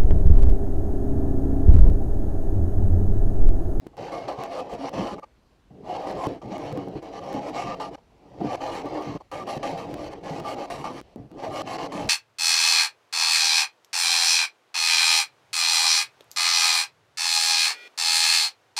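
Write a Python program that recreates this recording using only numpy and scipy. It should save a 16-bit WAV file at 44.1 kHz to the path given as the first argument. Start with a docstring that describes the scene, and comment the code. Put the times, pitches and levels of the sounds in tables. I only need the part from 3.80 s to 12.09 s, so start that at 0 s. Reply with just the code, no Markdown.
"""Workshop, inside a plywood boat hull: a small hand plane is pushed along a wooden edge.
The sole rubs and drums the hull: random slips through broad spectra and decaying panel modes.
The iron bites in short runs, each let go abruptly: stick-slip fractures give hiss, rasp and fizz.
Knocks rattle and boom on decaying sines, friction squeaks, ticks and taps are filtered impulses,
a glove brushes the wood, and faint coloured noise fills the shop."""
import sys
import numpy as np
from scipy import signal
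from scipy.fft import rfft, irfft, next_fast_len
from scipy.io import wavfile
from scipy.ndimage import uniform_filter1d, map_coordinates

SR = 44100
rng = np.random.default_rng(int(sys.argv[2]) if len(sys.argv) > 2 else 0)


def to_wav(s):
    """Save 16-bit WAV."""
    ch = np.atleast_2d(s).T  # columns
    pcm = np.round(np.clip(ch, -1, 1) * 32767)  # PCM
    wavfile.write(sys.argv[1], SR, pcm.astype(np.int16))


N = 365588

# fibres tearing at the edge; also the glove's hiss: f/Hz, gain/dB
TEAR_SPECTRUM = [(760, -22), (1300, -8), (1490, -5.5), (2220, -1), (2550, -2.5), (3090, -3.5),
                 (3500, -10.5), (4460, -4.5), (4980, -11), (5780, -9.5), (7860, -23), (8500, -39),
                 (11000, -67), (18700, -120)]
# sole rubbing; also the glove's thrum: f/Hz, gain/dB
RUB_SPECTRUM = [(210, -27.5), (350, -3), (464, -2), (710, -0.5), (1070, -16.5), (1210, -19.5),
                (1420, -26.5), (2920, -27), (3640, -35), (4200, -31), (5840, -38), (8520, -51.5),
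                (15000, -69)]
# dry tick; also the crackle under the sole: f/Hz, gain/dB
TICK_SPECTRUM = [(100, -6), (900, 12), (2000, 8.5), (6000, -1.5), (15000, -9)]
# narrow resonances of hull, plank and plane: f/Hz, width/Hz, lift/dB
RESONANCES = [(199.5, 47, 4.5), (285.5, 27, 4), (813, 9.6, 6), (1178, 23, 6), (1708, 20, 5), (1897, 81, 3),
              (2190, 18, 8.5), (2860, 23, 4), (3090, 35, 6), (3907, 41, 5), (5580, 170, 3), (10350, 290, 4)]


def amp(db):
    """Decibels to gain."""
    return 10 ** (np.asarray(db) / 20)


def unit(x):
    """Scale to rms 1."""
    return x / np.sqrt(np.mean(x ** 2) + 1e-20)


def along(points, hz):
    """Interpolate (f/Hz, value) points on a log frequency axis."""
    f, value = np.transpose(points)
    return np.interp(np.log(hz + 1), np.log(f + 1), value)


def wobble(rate_hz):
    """Smooth random curve of rms 1, rate_hz knots a second."""
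    knots = rng.standard_normal(int(N * rate_hz / SR) + 4)
    return unit(map_coordinates(knots, [np.arange(N) * rate_hz / SR]))


def coloured(x, spectrum, resonances=()):
    """Causal minimum-phase filter: a broad spectrum plus narrow resonances."""
    m = 2 * next_fast_len(N // 2 + SR // 4)
    hz = np.fft.rfftfreq(m, 1 / SR)
    db = along(spectrum, hz)
    for f, width, lift_db in resonances:
        db = db + lift_db / (1 + (2 * (hz - f) / width) ** 2)
    # folding the cepstrum onto positive time makes the phase minimal
    cepstrum = irfft(np.log(amp(db) + 1e-6), m)
    cepstrum[1:m // 2] *= 2
    cepstrum[m // 2 + 1:] = 0
    response = np.exp(rfft(cepstrum))
    return irfft(rfft(x, m) * response, m)[:N]


def fractures(rate_hz, spread_db):
    """Tiny slips and breaks: impulses of random moment, sign and size."""
    happens = rng.random(N) < rate_hz / SR
    sign = rng.choice([-1, 1], N)
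    size = amp(spread_db * np.clip(rng.standard_normal(N), -2, 2))
    return happens * sign * size


def burst(t60_s, size=8192):
    """Exponentially dying puff of noise with energy 1."""
    puff = rng.standard_normal(size) * amp(-60 * np.arange(size) / SR / t60_s)
    return puff / np.linalg.norm(puff)


def panels(x, t60_s, ring_db, travel_hz=9, count=6):
    """Direct sound plus dense plywood modes, whose mix changes as the plane travels."""
    mix = np.array([wobble(travel_hz) for _ in range(count)])
    mix /= np.linalg.norm(mix, axis=0)
    ringing = sum(share * signal.oaconvolve(x, burst(t60_s))[:N] for share in mix)
    return x + amp(ring_db) * ringing


def even(x, window_s):
    """A firm push steadies the power of a scrape: short-time rms drawn towards 1."""
    window = max(64, int(window_s * SR))
    power = np.abs(uniform_filter1d(unit(x) ** 2, window))
    return x / np.sqrt(power + 0.011) / np.std(x)


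def shifting(x, depth_db, size=(7, 12)):
    """Changing colour: patches of random gain, size in bands of 86 Hz by steps of 6 ms."""
    z = signal.stft(x, nperseg=512)[2]
    patches = uniform_filter1d(rng.standard_normal(z.shape), size[0], axis=0)
    patches = uniform_filter1d(patches, size[1], axis=1)
    y = signal.istft(z * amp(depth_db * unit(patches)), nperseg=512)[1]
    return unit(y[:N])


def push(start, end, swell_db, arch_db, attack_s, t60_s):
    """Gain of one contact: attack, an arched hold that swells or fades, release."""
    gain = np.zeros(N)
    span = np.arange(max(0, int(start * SR)), min(N, int((end + t60_s) * SR)))
    t = span / SR
    from_middle = np.clip((t - start) / (end - start), 0, 1) - .5
    hold_db = swell_db * from_middle - arch_db * (2 * from_middle) ** 2
    release_db = -60 * np.maximum(t - end, 0) / t60_s
    gain[span] = np.clip((t - start) / attack_s, 0, 1) * amp(hold_db + release_db)
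    return gain


def shop(level_db=-60.5):
    """Faint noise of the workshop, drifting a little in colour."""
    # room noise: f/Hz, gain/dB
    spectrum = [(13, -28), (22, -14), (43, 1), (64, -1.5), (204, -10), (335, -15), (667, -19), (1130, -21),
                (1220, -23.5), (2950, -30.5), (4580, -33), (14500, -49.5), (15800, -56)]
    noise = coloured(rng.standard_normal(N), spectrum)
    return amp(level_db) * shifting(noise, depth_db=1.4, size=(5, 20))


def pressure(attack_s=0.017, t60_s=0.068, arch_db=2.5):
    """Gains of drumming and rubbing: one push a slide, plus surges as the plane bears down."""
    # the sole slides on the wood: start/s, end/s, drumming/dB, rubbing/dB, swell start to end/dB
    slides = [(0.01, 0.157, -56, -59, -12), (0.164, 1.387, -49.5, -37.5, -6), (1.897, 2.075, -48, -57.5, 7),
              (2.076, 2.575, -49.5, -37, -9), (2.617, 3.186, -40.5, -38.5, -1.5),
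              (3.211, 4.139, -45, -38.5, -0.5), (4.29, 4.636, -58, -53.5, 24),
              (4.59, 5.36, -46, -38.5, 0.5), (5.52, 6.392, -47, -39, -4), (6.433, 6.904, -48, -39, 0),
              (6.894, 7.194, -43, -41.5, 2.5), (7.366, 7.478, -46.5, -52.5, -10),
              (7.483, 7.601, -46.5, -49.5, 13), (7.62, 8.296, -44, -39.5, 2)]
    # the plane bears down: t/s, half width to 1/e gain/s, drumming/dB, rubbing/dB
    surges = [(0.218, 0.033, -41, -51), (0.384, 0.0077, -42, -31), (0.72, 0.087, -59, -38.5),
              (0.802, 0.035, -48, -33), (0.941, 0.02, -40, -31), (1.05, 0.017, -45, -31.5),
              (1.214, 0.065, -33.5, -33), (1.347, 0.037, -39, -42), (2.303, 0.0089, -52, -30),
              (2.361, 0.074, -40, -33.5), (2.504, 0.06, -36, -34), (2.99, 0.045, -37, -45),
              (3.17, 0.03, -38, -39.5), (3.574, 0.035, -34, -34.5), (3.68, 0.03, -44, -34.5),
              (3.878, 0.038, -39, -46), (4.66, 0.066, -37, -35.5), (5.061, 0.025, -37.5, -32),
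              (5.167, 0.072, -43.5, -30.5), (5.295, 0.039, -35, -52), (5.358, 0.013, -32.5, -38.5),
              (5.928, 0.069, -42, -34), (6.179, 0.18, -40.5, -37.5), (6.56, 0.15, -41.5, -40),
              (6.791, 0.043, -39, -33), (7.646, 0.016, -52, -27.5), (7.702, 0.036, -39, -37.5),
              (8.235, 0.057, -35.5, -37)]
    t = np.arange(N) / SR
    power = np.zeros((2, N))
    for start, end, *levels_db, swell_db in slides:
        weight = push(start, end, swell_db, arch_db, attack_s, t60_s)
        power += np.outer(amp(levels_db) ** 2, weight ** 2)
    for s, half_width, *levels_db in surges:
        near = np.abs(t - s) < np.pi * half_width
        bump = np.exp(-2 * ((t[near] - s) / half_width) ** 2)
        power[:, near] += np.outer(amp(levels_db) ** 2, bump)
    return np.sqrt(power)


def sole(drum_db=2.0, rub_db=-1.5, drag_db=-14, crackle_db=-6, fibre_db=-29):
    """Sole catching on rough wood: coarse slips shake the hull, fine ones rub, fibres crackle."""
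    # hull drumming: f/Hz, gain/dB
    hull_spectrum = [(18, -43), (30, -11.5), (80, -11), (129, -1), (162, -4), (192, -5.5), (225, -8),
                     (280, 0), (313, -4), (351, -2.5), (388, -12.5), (450, -3.5), (580, -41), (990, -120)]
    # loose fibres: f/Hz, gain/dB
    fibre_spectrum = [(900, -4), (3500, 3), (14000, -17.5)]
    drum, rub = pressure()
    rub = np.hypot(amp(rub_db) * rub, amp(drag_db) * drum)  # even a light drag rubs a little

    coarse = panels(fractures(rate_hz=700, spread_db=3.0), t60_s=0.096, ring_db=0.5)
    shaking = even(coloured(coarse, hull_spectrum, RESONANCES), window_s=0.099)
    crackle = coloured(fractures(rate_hz=17, spread_db=4.0), TICK_SPECTRUM)

    fine = panels(fractures(rate_hz=4500, spread_db=4.5), t60_s=0.11, ring_db=-5.0)
    friction = coloured(fine, RUB_SPECTRUM, RESONANCES)
    rubbing = even(shifting(friction, depth_db=2.5, size=(2, 8)), window_s=0.04)
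    fibres = unit(coloured(fractures(rate_hz=320, spread_db=4.2), fibre_spectrum))

    drumming = drum * (amp(drum_db) * shaking + amp(crackle_db) * crackle)
    return drumming + rub * (rubbing + amp(fibre_db) * fibres)


def snaps(events, spectrum, level_db):
    """Single dry clicks: filtered impulses with no added resonances."""
    hits = np.zeros(N)
    s, db = np.transpose(events)
    hits[np.round(s * SR).astype(int)] = amp(db)
    return amp(level_db) * coloured(hits, spectrum)


def taps():
    """Short dead taps: impulses through a dull spectrum."""
    # t/s, relative level/dB
    events = [(0.067, -19), (7.213, -24.5)]
    # f/Hz, gain/dB
    spectrum = [(60, -12), (350, 2.5), (600, -12), (1200, -23), (5000, -47)]
    return snaps(events, spectrum, level_db=27.0)


def ticks():
    """Sharp dry ticks: impulses through a bright spectrum."""
    # t/s, relative level/dB
    events = [(0.0705, -41.5), (0.1697, -43), (0.531, -49), (0.6372, -28.5), (0.795, -47), (0.9382, -39),
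              (1.0938, -34), (1.251, -44), (1.397, -46), (2.3114, -39), (2.469, -30.5), (2.782, -36.5),
              (2.927, -35.5), (2.975, -35.5), (3.085, -44), (3.229, -44), (3.5293, -34), (3.541, -37),
              (3.698, -42), (3.951, -46), (4.7566, -46), (5.0583, -41), (5.214, -43), (5.2255, -42),
              (5.5163, -37), (6.1422, -30), (6.6008, -34), (7.214, -38.5), (7.36, -44.5), (7.5158, -47),
              (7.662, -43), (7.8194, -33.5), (8.277, -39)]
    return snaps(events, TICK_SPECTRUM, level_db=11.5)


def cut_depth(attack_even_s=0.013, attack_doubles_db=5, longest_attack=0.22, arch_db=3, t60_s=0.014):
    """Gains of hiss, rasp, fizz: hard starts catch at once, swelling bites ease in, all let go abruptly."""
    # the iron bites: start/s, end/s, swell start to end/dB, tearing hiss/dB, plank rasp/dB, shaving fizz/dB
    bites = [(0.128, 0.156, 0, -76, -52.5, -95), (0.169, 0.336, -4, -52, -38.5, -71),
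             (0.318, 0.468, -18, -51.5, -37.5, -69), (0.479, 0.537, -14, -48, -30.5, -63.5),
             (0.578, 0.666, -1.5, -47.5, -32, -69), (0.692, 0.809, 6.5, -48, -37, -65),
             (0.886, 0.953, 4, -51, -37.5, -65.5), (0.977, 1.093, 5, -47, -37, -67),
             (1.126, 1.349, -1, -46, -34, -65.5), (1.378, 1.397, -1, -57, -40, -79.0),
             (1.427, 1.445, 7, -57.5, -42, -78), (2.02, 2.17, 17.5, -53.5, -38, -74),
             (2.165, 2.278, 3, -54.5, -37, -74), (2.26, 2.332, 0.5, -47, -34, -64),
             (2.348, 2.469, 11, -46.5, -32, -63), (2.615, 2.634, -10, -54.5, -41, -76),
             (2.696, 2.77, 3.5, -48, -34, -71), (2.766, 2.926, 1, -51.5, -37, -70),
             (2.956, 3.04, -4.5, -56, -39.5, -78), (3.218, 3.296, -4, -57, -46, -75),
             (3.312, 3.394, 11.5, -51.5, -38.5, -73), (3.406, 3.593, 4.5, -51, -35.5, -70),
             (3.582, 3.698, 19.5, -53, -39, -72), (3.725, 3.841, 5.5, -41, -31.5, -61.5),
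             (3.834, 3.947, 2, -44.5, -32.5, -66.5), (3.998, 4.094, -13.5, -46, -34.5, -65),
             (4.124, 4.155, 11, -53.5, -42.5, -72.5), (4.177, 4.193, -4, -67, -49, -90),
             (4.614, 4.758, 22.5, -50, -35.5, -69), (4.802, 4.915, -1, -44.5, -32, -63),
             (4.913, 5.023, -6, -44, -35, -60), (5.063, 5.217, 21, -76, -41, -89),
             (5.217, 5.375, -7.5, -49.5, -40.5, -71), (5.401, 5.42, 5, -65, -45, -78),
             (5.513, 5.638, -6, -46.5, -35, -62), (5.666, 5.78, -3, -44, -33, -58.5),
             (5.829, 5.975, -17.5, -45, -33, -62.5), (5.974, 6.057, -14, -48.5, -40.5, -63.5),
             (6.08, 6.138, 4, -59, -55, -74), (6.163, 6.287, 3, -51, -42.5, -69),
             (6.308, 6.338, 10, -51.5, -42.5, -64), (6.427, 6.607, 1, -46, -36.5, -64.5),
             (6.625, 6.746, 9.5, -44, -34, -57.5), (6.765, 6.859, 7, -48.5, -36.5, -64.5),
             (6.9, 7.043, -14, -45.5, -37, -59), (7.04, 7.13, -10.5, -46.5, -34, -62),
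             (7.113, 7.204, 9, -49.5, -43, -64.5), (7.558, 7.685, 10, -51.5, -37.5, -70),
             (7.688, 7.819, 12, -44.5, -34.5, -59.5), (7.854, 7.969, 2.5, -41, -32, -57),
             (7.975, 8.073, 0, -42.5, -32.5, -61), (8.118, 8.284, -9, -44, -34.5, -60.5)]
    # power with which hiss, rasp, fizz follow the depth of the cut
    follow = np.array([1, 0.91, 1.1])[:, None]
    power = np.zeros((3, N))
    for start, end, swell_db, *levels_db in bites:
        attack_s = attack_even_s * 2 ** (swell_db / attack_doubles_db)
        attack_s = min(attack_s, longest_attack * (end - start))  # capped as a share of the bite
        depth = push(start, end, swell_db, arch_db, attack_s, t60_s)
        cutting = depth > 0
        gains = amp(levels_db)[:, None] * depth[cutting] ** follow
        power[:, cutting] += gains ** 2
    return np.sqrt(power)


def chatter(slip_hz=150, uneven=0.6, depth_db=9):
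    """Uneven stick-slip of the iron: gain jumps at each slip and sags until the next."""
    slips = np.cumsum(slip_hz * np.exp(uneven * wobble(120))) / SR
    return unit(amp(-depth_db * (slips % 1)))


def iron(splinter_db=-7.5, grain_db=0.7, catch_db=0.87):
    """Slips break fibres: edge hiss and splinters, shaving fizz, plank rasp, all following the grain."""
    # shaving fizz: f/Hz, gain/dB
    fizz_spectrum = [(4000, -19), (6500, -2.5), (7600, 9.5), (8600, 1.5), (10200, 4), (11000, 1),
                     (12300, -7), (13600, -2), (15000, -8), (15800, -20)]
    # plank rasp: f/Hz, gain/dB
    rasp_spectrum = [(190, -26), (330, -4), (397, -12), (468, -6.5), (544, 1), (595, -1.5), (786, 1.5),
                     (963, -8), (1100, -7), (1140, -16.5), (1190, -5), (1290, -18.5), (1500, -28),
                     (1950, -31), (3300, -120)]
    hiss, rasp, fizz = cut_depth()
    slips = chatter()

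    breaks = slips * fractures(rate_hz=6500, spread_db=1.0)
    tearing = unit(panels(breaks, t60_s=0.072, ring_db=-1.5))
    splinters = unit(fractures(rate_hz=220, spread_db=5.0))
    edge = coloured(tearing + amp(splinter_db) * splinters, TEAR_SPECTRUM, RESONANCES)
    edge = shifting(edge, depth_db=1.0)

    shaving = coloured(fractures(rate_hz=8000, spread_db=5.5), fizz_spectrum, RESONANCES)
    shaving = shifting(shaving, depth_db=3.0)

    coarse = panels(slips * fractures(rate_hz=1600, spread_db=1), t60_s=0.054, ring_db=0.0)
    rasping = even(coloured(coarse, rasp_spectrum, RESONANCES), window_s=0.026)

    grain = amp(grain_db * wobble(80) + catch_db * wobble(25))  # fine grain and coarser hard spots
    return grain * (hiss * edge + fizz * shaving + rasp * rasping)


def squeaks(waver_hz=20, rough_db=1.6, arch_db=4, attack_s=0.0047, t60_s=0.029):
    """Friction makes plane, plank or hull sing briefly: sines wavering in pitch and level."""
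    # start/s, end/s, f/Hz, level/dB
    events = [(0.322, 0.444, 2175, -52.5), (0.778, 0.826, 522, -32.5), (0.779, 0.815, 1179, -38.5),
              (0.99, 1.07, 271.4, -35.5), (1.027, 1.086, 802, -34.5), (1.422, 1.443, 1172, -44),
              (2.071, 2.15, 740, -35), (2.175, 2.328, 773, -38.5), (2.928, 2.985, 508, -34.5),
              (3.57, 3.612, 813, -34), (3.637, 3.736, 295, -38.5), (3.76, 3.8, 1227, -39.5),
              (3.89, 3.948, 1194, -36.5), (4.679, 4.734, 1157, -41), (4.803, 4.887, 820, -33),
              (4.868, 4.91, 1190, -42), (5.056, 5.08, 1167, -39.5), (5.122, 5.21, 314, -34.5),
              (5.599, 5.629, 1174, -38.5), (5.684, 5.718, 1179, -40), (5.827, 5.862, 1172, -32.5),
              (5.835, 5.913, 278, -39), (5.945, 5.992, 785, -34), (6.038, 6.166, 290.4, -38),
              (6.645, 6.718, 1179, -36), (6.804, 6.85, 800, -38), (7.66, 7.704, 638, -33)]
    out = np.zeros(N)
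    for start, end, hz, db in events:
        phase = 2 * np.pi * np.cumsum(hz + waver_hz * wobble(250)) / SR
        tone = unit(np.sin(phase) * amp(rough_db * wobble(120)))
        out += amp(db) * push(start, end, 0, arch_db, attack_s, t60_s) * tone
    return out


def knocks(level_db=-4, shake_db=3):
    """Plane bumps the plank: a brief rattle, and the panel below booms at a pitch set by the spot."""
    # t/s, relative rattle level/dB, boom level/dB, boom f/Hz, boom rise/s
    bumps = [(0.583, -22, -30, 135, 0.0022), (1.136, -14.5, -25, 288, 0.0047),
             (1.188, -24, -12.5, 190, 0.013), (1.906, -37, -41, 144, 0.0024),
             (2.469, -12.5, -24, 127, 0.00044), (2.651, -39, -32, 115, 0.0034),
             (2.714, -28, -26, 194, 0.004), (2.925, -36, -28, 129, 0.0036),
             (2.972, -24, -18.5, 289, 0.0086), (3.075, -17, -38, 278, 0.002), (3.156, -24, -27, 140, 0.003),
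             (3.547, -18, -23, 284, 0.006), (4.604, -22, -24, 192, 0.0088),
             (4.612, -11.5, -15.5, 337, 0.012), (4.646, -11.5, -24, 246, 0.0045),
             (5.046, -18.5, -41, 280, 0.0033), (5.766, -14.5, -28, 140, 0.0015),
             (6.505, -37, -26, 150, 0.004), (6.607, -30, -25, 155, 0.0036),
             (7.36, -21.5, -33.5, 245, 0.0017), (7.397, -30, -32.5, 124, 0.0018),
             (7.512, -41, -40, 186, 0.003), (8.149, -23, -27, 188, 0.003)]
    # multiple of the boom pitch, level/dB, t60/s
    boom_modes = [(1, 1.5, 0.099), (2.09, -13, 0.04)]
    # rattle: f/Hz, gain/dB
    spectrum = [(40, -43), (130, -4.5), (300, 10), (480, -0.5), (700, 2), (1200, -20.5), (5000, -56)]
    blows, booms = np.zeros((2, N + SR))
    t = np.arange(SR // 3) / SR
    for s, db, boom_db, hz, rise_s in bumps:
        first = round(s * SR)
        blow = amp(shake_db) * burst(t60_s=0.055)
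        blow[0] += 1
        blows[first:][:len(blow)] += amp(db) * blow / np.linalg.norm(blow)
        ring = sum(amp(mode_db - 60 * t / t60_s) * np.sin(2 * np.pi * k * hz * t)
                   for k, mode_db, t60_s in boom_modes)
        booms[first:][:len(t)] += amp(boom_db) * ring * (1 - np.exp(-t / rise_s))
    peak = np.abs(coloured(signal.unit_impulse(N), spectrum, RESONANCES)).max()
    rattle = coloured(blows[:N], spectrum, RESONANCES) / peak
    return amp(level_db) * rattle + booms[:N]


def glove(thrum_db=10, fade_s=0.011, uneven_db=2):
    """A glove brushes the wood: friction noise as a soft hiss and an uneven lower stir of the hull."""
    # start/s, end/s, hiss level/dB
    brushes = [(1.7, 1.766, -80), (4.157, 4.556, -78.5), (5.387, 5.47, -79), (7.21, 7.347, -71.5)]
    touch = sum(amp(db) * push(start, end, 0, 0, fade_s, fade_s) for start, end, db in brushes)
    friction = rng.standard_normal(N)
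    hiss = unit(coloured(friction, TEAR_SPECTRUM))
    stir = amp(thrum_db + uneven_db * wobble(25)) * unit(coloured(friction, RUB_SPECTRUM))
    return touch * (hiss + stir)


def scene():
    """Sum of plane, hull, glove, taps and dry ticks over the noise of the shop, one channel."""
    small = taps() + ticks() + glove()
    return (shop() + sole() + iron() + squeaks() + knocks() + small)[None]


def record(dry, top_hz=15800):
    """Brick-wall low-pass: nothing above top_hz is kept."""
    m = next_fast_len(N + SR // 2)
    passed = np.fft.rfftfreq(m, 1 / SR) < top_hz
    return irfft(rfft(dry, m) * passed, m)[..., :N]


dry = scene()
out = record(dry)
to_wav(out)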